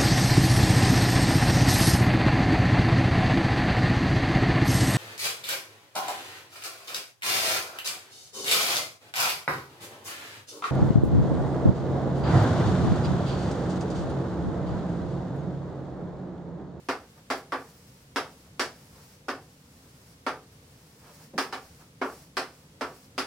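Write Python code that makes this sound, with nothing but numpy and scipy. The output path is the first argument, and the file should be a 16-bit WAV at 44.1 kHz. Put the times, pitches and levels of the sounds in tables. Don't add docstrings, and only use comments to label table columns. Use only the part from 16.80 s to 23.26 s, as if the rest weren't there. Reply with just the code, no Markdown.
import sys
import numpy as np
from scipy import signal
from scipy.fft import rfft, irfft, next_fast_len
from scipy.io import wavfile
from scipy.ndimage import map_coordinates

SR = 44100
rng = np.random.default_rng(int(sys.argv[2]) if len(sys.argv) > 2 else 0)


def inscribe(sig):
    pcm = np.round(np.clip(np.atleast_2d(sig).T, -1, 1) * 32767)
    wavfile.write(sys.argv[1], SR, pcm.astype(np.int16))


N = 284886
TAIL_TIME = np.arange(SR // 2) / SR
TOP_HZ = 15950
BUMP_S, BUMP_DB = 4.536, -41.5
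LIFT_S = 0.135
DRAG_ATTACK_S, DRAG_RELEASE_S = 0.042, 0.038
SWELL_POWER = 2.6

# (frequency [Hz], level [dB])
VENT_EQ = [(25, -19.5), (45, -24), (65, -3), (100, -6), (150, -1), (205, -8.5), (265, -8.5), (360, -16.5),
           (480, -13), (650, -20), (1600, -22), (5100, -22.5), (10000, -27), (15800, -33.5)]
# (frequency [Hz], side minus mid [dB])
VENT_WIDTH = [(60, -34), (180, -28), (550, -6.5), (1650, 2.5), (4970, 1), (15000, 0)]
# (delay [s], relative gain [linear])
REFLECTIONS = [(.0022, 0.2), (.0052, 0.38), (.0078, 0.33), (0.0104, 0.75), (0.0123, 0.2), (0.0186, 0.19)]
# (frequency [Hz], t60 [s])
RING_DECAY = [(150, 0.16), (350, 0.35), (1000, 0.25), (2700, 0.21), (5000, 0.21), (12000, 0.26)]
# (frequency [Hz], t60 [s])
AFTERGLOW_DECAY = [(150, 0.66), (400, 0.39), (1200, 0.34), (4000, 0.39), (12000, 0.31)]
# (frequency [Hz], side minus mid [dB])
BOARD_WIDTH = [(250, -25), (450, -24), (750, -13), (1400, -6.5), (2800, -3), (5500, -2.2), (11000, 2)]
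# (frequency [Hz], left minus right [dB])
BOARD_PAN = [(300, 0), (700, -0.5), (1400, -1.1), (2800, -1.3), (5500, 0), (10000, 0.5)]
# (frequency [Hz], level [dB])
BUMP_EQ = [(50, -18), (130, -4), (220, 3.5), (420, -4), (700, -13), (1600, -31), (5000, -50)]
# (peak time [s], width [s], pitch [Hz], level [dB])
CHALK_SQUEAKS = [(.96, 0.041, 14900, -68), (1.23, .03, 11900, -73), (2.27, 0.035, 14950, -72)]
# (peak time [s], width [s], level [dB])
FIRM_RUBS = [(0.389, 0.032, -58.5), (1.668, 0.037, -62), (2.188, 0.061, -55), (3.052, .035, -62.5),
             (4.276, 0.066, -54), (4.42, .08, -62), (5.02, 0.045, -56.5)]
# (frequency [Hz], level [dB])
RUB_EQ = [(150, -20), (400, -2), (700, -1.5), (1000, -4), (1350, -0.5), (2000, -12.5), (4000, -18),
          (9000, -42)]
# (frequency [Hz], level [dB])
DRAG_EQ = [(200, -27), (600, 0), (1400, 0), (2500, -3.5), (3700, -5.5), (5100, 1.5), (6800, -2.5),
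           (10000, -2.5), (13500, -5.5), (15200, -4)]
# (frequency [Hz], relative level [dB], t60 [s])
PANEL_MODES = [(260.8, 2, 0.18), (275.9, 3.5, 0.23), (365, -4.5, 0.26), (378.7, 1.5, 0.29),
               (441, -4.5, 0.35), (504, -4, 0.29), (588, -13, 0.25), (656, -13, 0.36), (751, -4.5, 0.36),
               (796, -7.5, 0.36), (845, -5, 0.28), (946, -5, 0.25), (1040, -6, 0.24), (1134, -2, 0.26),
               (1190, -8.5, 0.3), (1353, 1.5, 0.16), (1398, -7, 0.13), (1512, -6.5, 0.11),
               (1782, -2.5, 0.25), (2000, -5, 0.19), (2150, -12, 0.33), (2375, -6.5, 0.17)]
# (frequency [Hz], level [dB])
TAP_EQ = [(50, -42), (190, -18), (245, -1.5), (320, -3), (450, -1.5), (720, -2), (1000, -0.9), (1350, 1),
          (2100, -6.5), (4100, -16), (5000, -11), (6800, -25.5), (10000, -26.5), (13500, -36.5),
          (15200, -36.5)]
# (frequency [Hz], boost [dB per dB of thud])
THUD_SHELF = [(330, 1), (1150, 0)]
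# (frequency [Hz], boost [dB per dB of hardness])
HARDNESS_SHELF = [(1150, 0), (2600, 0.5754), (5000, 1), (10500, 1)]
# (time [s], tap level [dB], thud [dB], hardness [dB], drag level [dB], drag swell by its end [dB])
CHALK_STROKES = [(0.087, -27.5, -0.5, -1, -65.5, -2), (0.502, -29.5, 3.5, 3.5, -57.5, 6),
                 (0.7214, -28.5, -1.2, -6.5, -60, -3), (1.3601, -28, -1, 4, -62.5, -1),
                 (1.7955, -29.5, 0.5, 9.5, -61, 3.5), (2.4835, -31, 0, 0, -65, 4),
                 (3.4653, -27.5, -2.5, -3, -65.5, 10), (4.5796, -27, -2.5, 5.5, -48, 5),
                 (4.7257, -35, -3, 3, -56, -9), (5.2149, -27.5, 0.5, -10, -52.5, -4),
                 (5.569, -29, -2.5, 5, -60, -6.5), (6.01, -30.5, -1, -3, -59, 0.5),
                 (6.3798, -30.5, -1.5, 9, -66, 0)]


def amp(db):
    return 10 ** (np.asarray(db) / 20)


def unit(x):
    return x / np.sqrt(np.mean(x ** 2) + 1e-20)


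def along(points, hz):
    freqs, values = np.transpose(points)
    return np.interp(np.log(hz + 1), np.log(freqs + 1), values)


def wobble(rate):
    knots = rng.standard_normal(int(N * rate / SR) + 4)
    return map_coordinates(knots, [np.arange(N) * rate / SR])


def swell(time_s, width_s, db):
    return amp(db) * np.exp(-2 * ((np.arange(N) / SR - time_s) / width_s) ** 2)


def eq(x, gain_db):
    n = x.shape[-1]
    size = 2 * next_fast_len(n)
    gain = amp(gain_db(np.fft.rfftfreq(size, 1 / SR)))
    cepstrum = irfft(np.log(gain), size)
    cepstrum[1:size // 2] *= 2
    cepstrum[size // 2 + 1:] = 0
    return irfft(rfft(x, size) * np.exp(rfft(cepstrum)), size)[..., :n]


def spread(pair, width):
    mid = eq(pair[0], lambda hz: -10 * np.log10(1 + amp(along(width, hz)) ** 2))
    side = eq(pair[1], lambda hz: -10 * np.log10(1 + amp(-along(width, hz)) ** 2))
    return np.array([mid + side, mid - side])


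def add(track, time_s, sound):
    slot = track[:, round(time_s * SR):][:, :sound.shape[-1]]
    slot += sound[:, :slot.shape[-1]]


def at_level(sound, db):
    return sound * amp(db) / np.sqrt(np.mean(sound[:, :SR // 20] ** 2))


def ventilation(level_db, treble_db, waver_db):
    noise = spread(rng.standard_normal((2, N)), VENT_WIDTH)
    air = eq(noise, lambda hz: along(VENT_EQ, hz) + along([(500, 0), (4000, treble_db)], hz))
    return amp(level_db + waver_db * wobble(5.27)) * unit(air)


def diffuse_tail(build_s, afterglow_db=-13):
    hz, t, spectrum = signal.stft(rng.standard_normal((2, len(TAIL_TIME))), SR, nperseg=256)
    ring = amp(-60 * t / along(RING_DECAY, hz)[:, None])
    afterglow = amp(afterglow_db - 60 * t / along(AFTERGLOW_DECAY, hz)[:, None])
    _, tail = signal.istft(spectrum * np.hypot(ring, afterglow), SR, nperseg=256)
    build = 1 - 0.5 * np.exp(-TAIL_TIME / build_s)
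    tail = spread(tail[:, :len(TAIL_TIME)] * build, BOARD_WIDTH)
    return unit(tail) / np.sqrt(len(TAIL_TIME))


def early_paths(direct, early, scatter_s):
    paths = np.zeros((2, len(TAIL_TIME)))
    paths[:, 0] = direct
    for delay, gain in REFLECTIONS:
        at = round(abs(delay + scatter_s * rng.standard_normal()) * SR)
        paths[[0, 1], at + rng.integers(0, 5, size=2)] += early * gain
    return paths


def hand_bump():
    track = np.zeros((2, N))
    thud = eq(diffuse_tail(build_s=0.003), lambda hz: along(BUMP_EQ, hz))
    add(track, BUMP_S, at_level(thud, BUMP_DB))
    return track


def chalk_squeaks(waver_hz):
    track = np.zeros(N)
    for time_s, width_s, hz, db in CHALK_SQUEAKS:
        pitch = hz + waver_hz * wobble(600)
        tone = unit(np.sin(2 * np.pi * np.cumsum(pitch) / SR))
        track += swell(time_s, width_s, db) * tone
    return track


def grit(colour, grains_per_s, dust_gain):
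    slips = (rng.random(N) < grains_per_s / SR) * rng.standard_normal(N)
    paths = diffuse_tail(build_s=0.005) + early_paths(direct=0.31, early=0.24, scatter_s=0.00055)
    grains = unit(signal.fftconvolve(slips[None], paths, axes=1)[:, :N])
    dust = unit(spread(rng.standard_normal((2, N)), BOARD_WIDTH))
    return unit(eq(grains + dust_gain * dust, lambda hz: along(colour, hz)))


def drag_envelope():
    t = np.arange(N) / SR
    envelope = np.zeros(N)
    lifts = [stroke[0] - LIFT_S for stroke in CHALK_STROKES[1:]] + [t[-1]]
    for (start, _, _, _, db, swell_db), lift in zip(CHALK_STROKES, lifts):
        length = max(lift - start, DRAG_ATTACK_S)
        age = np.maximum(t - start, 0)
        attack = 1 - np.exp(-age / DRAG_ATTACK_S)
        release = np.exp(-np.maximum(age - length, 0) / DRAG_RELEASE_S)
        progress = np.minimum(age / length, 1)
        envelope += attack * release * amp(db + swell_db * progress ** SWELL_POWER)
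    return envelope


def chalk_drag(trim_db, flutter_db, loops_db, rub_hiss_db):
    uneven = amp(trim_db + flutter_db * wobble(33) + loops_db * wobble(10))
    pressure = sum(swell(*rub) for rub in FIRM_RUBS)
    envelope = drag_envelope() + amp(rub_hiss_db) * pressure
    hiss = envelope * uneven * grit(DRAG_EQ, grains_per_s=300, dust_gain=1.05)
    body = pressure * grit(RUB_EQ, grains_per_s=270, dust_gain=0.46)
    return hiss + body


def panel_ring(vary_db):
    ring = np.zeros(len(TAIL_TIME))
    for hz, db, t60 in PANEL_MODES:
        decay = amp(db + vary_db * rng.standard_normal() - 60 * TAIL_TIME / t60)
        ring += decay * np.sin(2 * np.pi * (hz * TAIL_TIME + rng.random()))
    return ring / np.linalg.norm(ring)


def strike_spot(depth_db, bands=70):
    return np.c_[np.geomspace(400, 15000, bands), depth_db * rng.standard_normal(bands)]


def chalk_taps(trim_db, panel_db):
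    track = np.zeros((2, N))
    for time_s, db, thud_db, hard_db, _, _ in CHALK_STROKES:
        ring = amp(panel_db) * panel_ring(vary_db=2.0) + diffuse_tail(build_s=0.0094)
        click = early_paths(direct=0.16, early=0.21, scatter_s=0.0005)
        spot = strike_spot(depth_db=1.65)
        knock = eq(ring - click, lambda hz: along(TAP_EQ, hz) + along(spot, hz))
        knock = at_level(knock, db + trim_db)
        tap = eq(knock, lambda hz: thud_db * along(THUD_SHELF, hz) + hard_db * along(HARDNESS_SHELF, hz))
        add(track, time_s, tap)
    return track


def scene():
    writing = chalk_taps(trim_db=0.73, panel_db=-13.5)
    writing += chalk_drag(trim_db=1.0, flutter_db=0.53, loops_db=0.3, rub_hiss_db=-14.5)
    writing += chalk_squeaks(waver_hz=221)
    writing += hand_bump()
    left = eq(writing[0], lambda hz: along(BOARD_PAN, hz) / 2)
    right = eq(writing[1], lambda hz: -along(BOARD_PAN, hz) / 2)
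    return np.array([left, right]) + ventilation(level_db=-54.5, treble_db=-4.0, waver_db=0.52)


def record(dry):
    size = next_fast_len(N + SR // 2)
    passband = np.fft.rfftfreq(size, 1 / SR) < TOP_HZ
    return irfft(rfft(dry, size) * passband, size)[:, :N]


dry = scene()
out = record(dry)
inscribe(out)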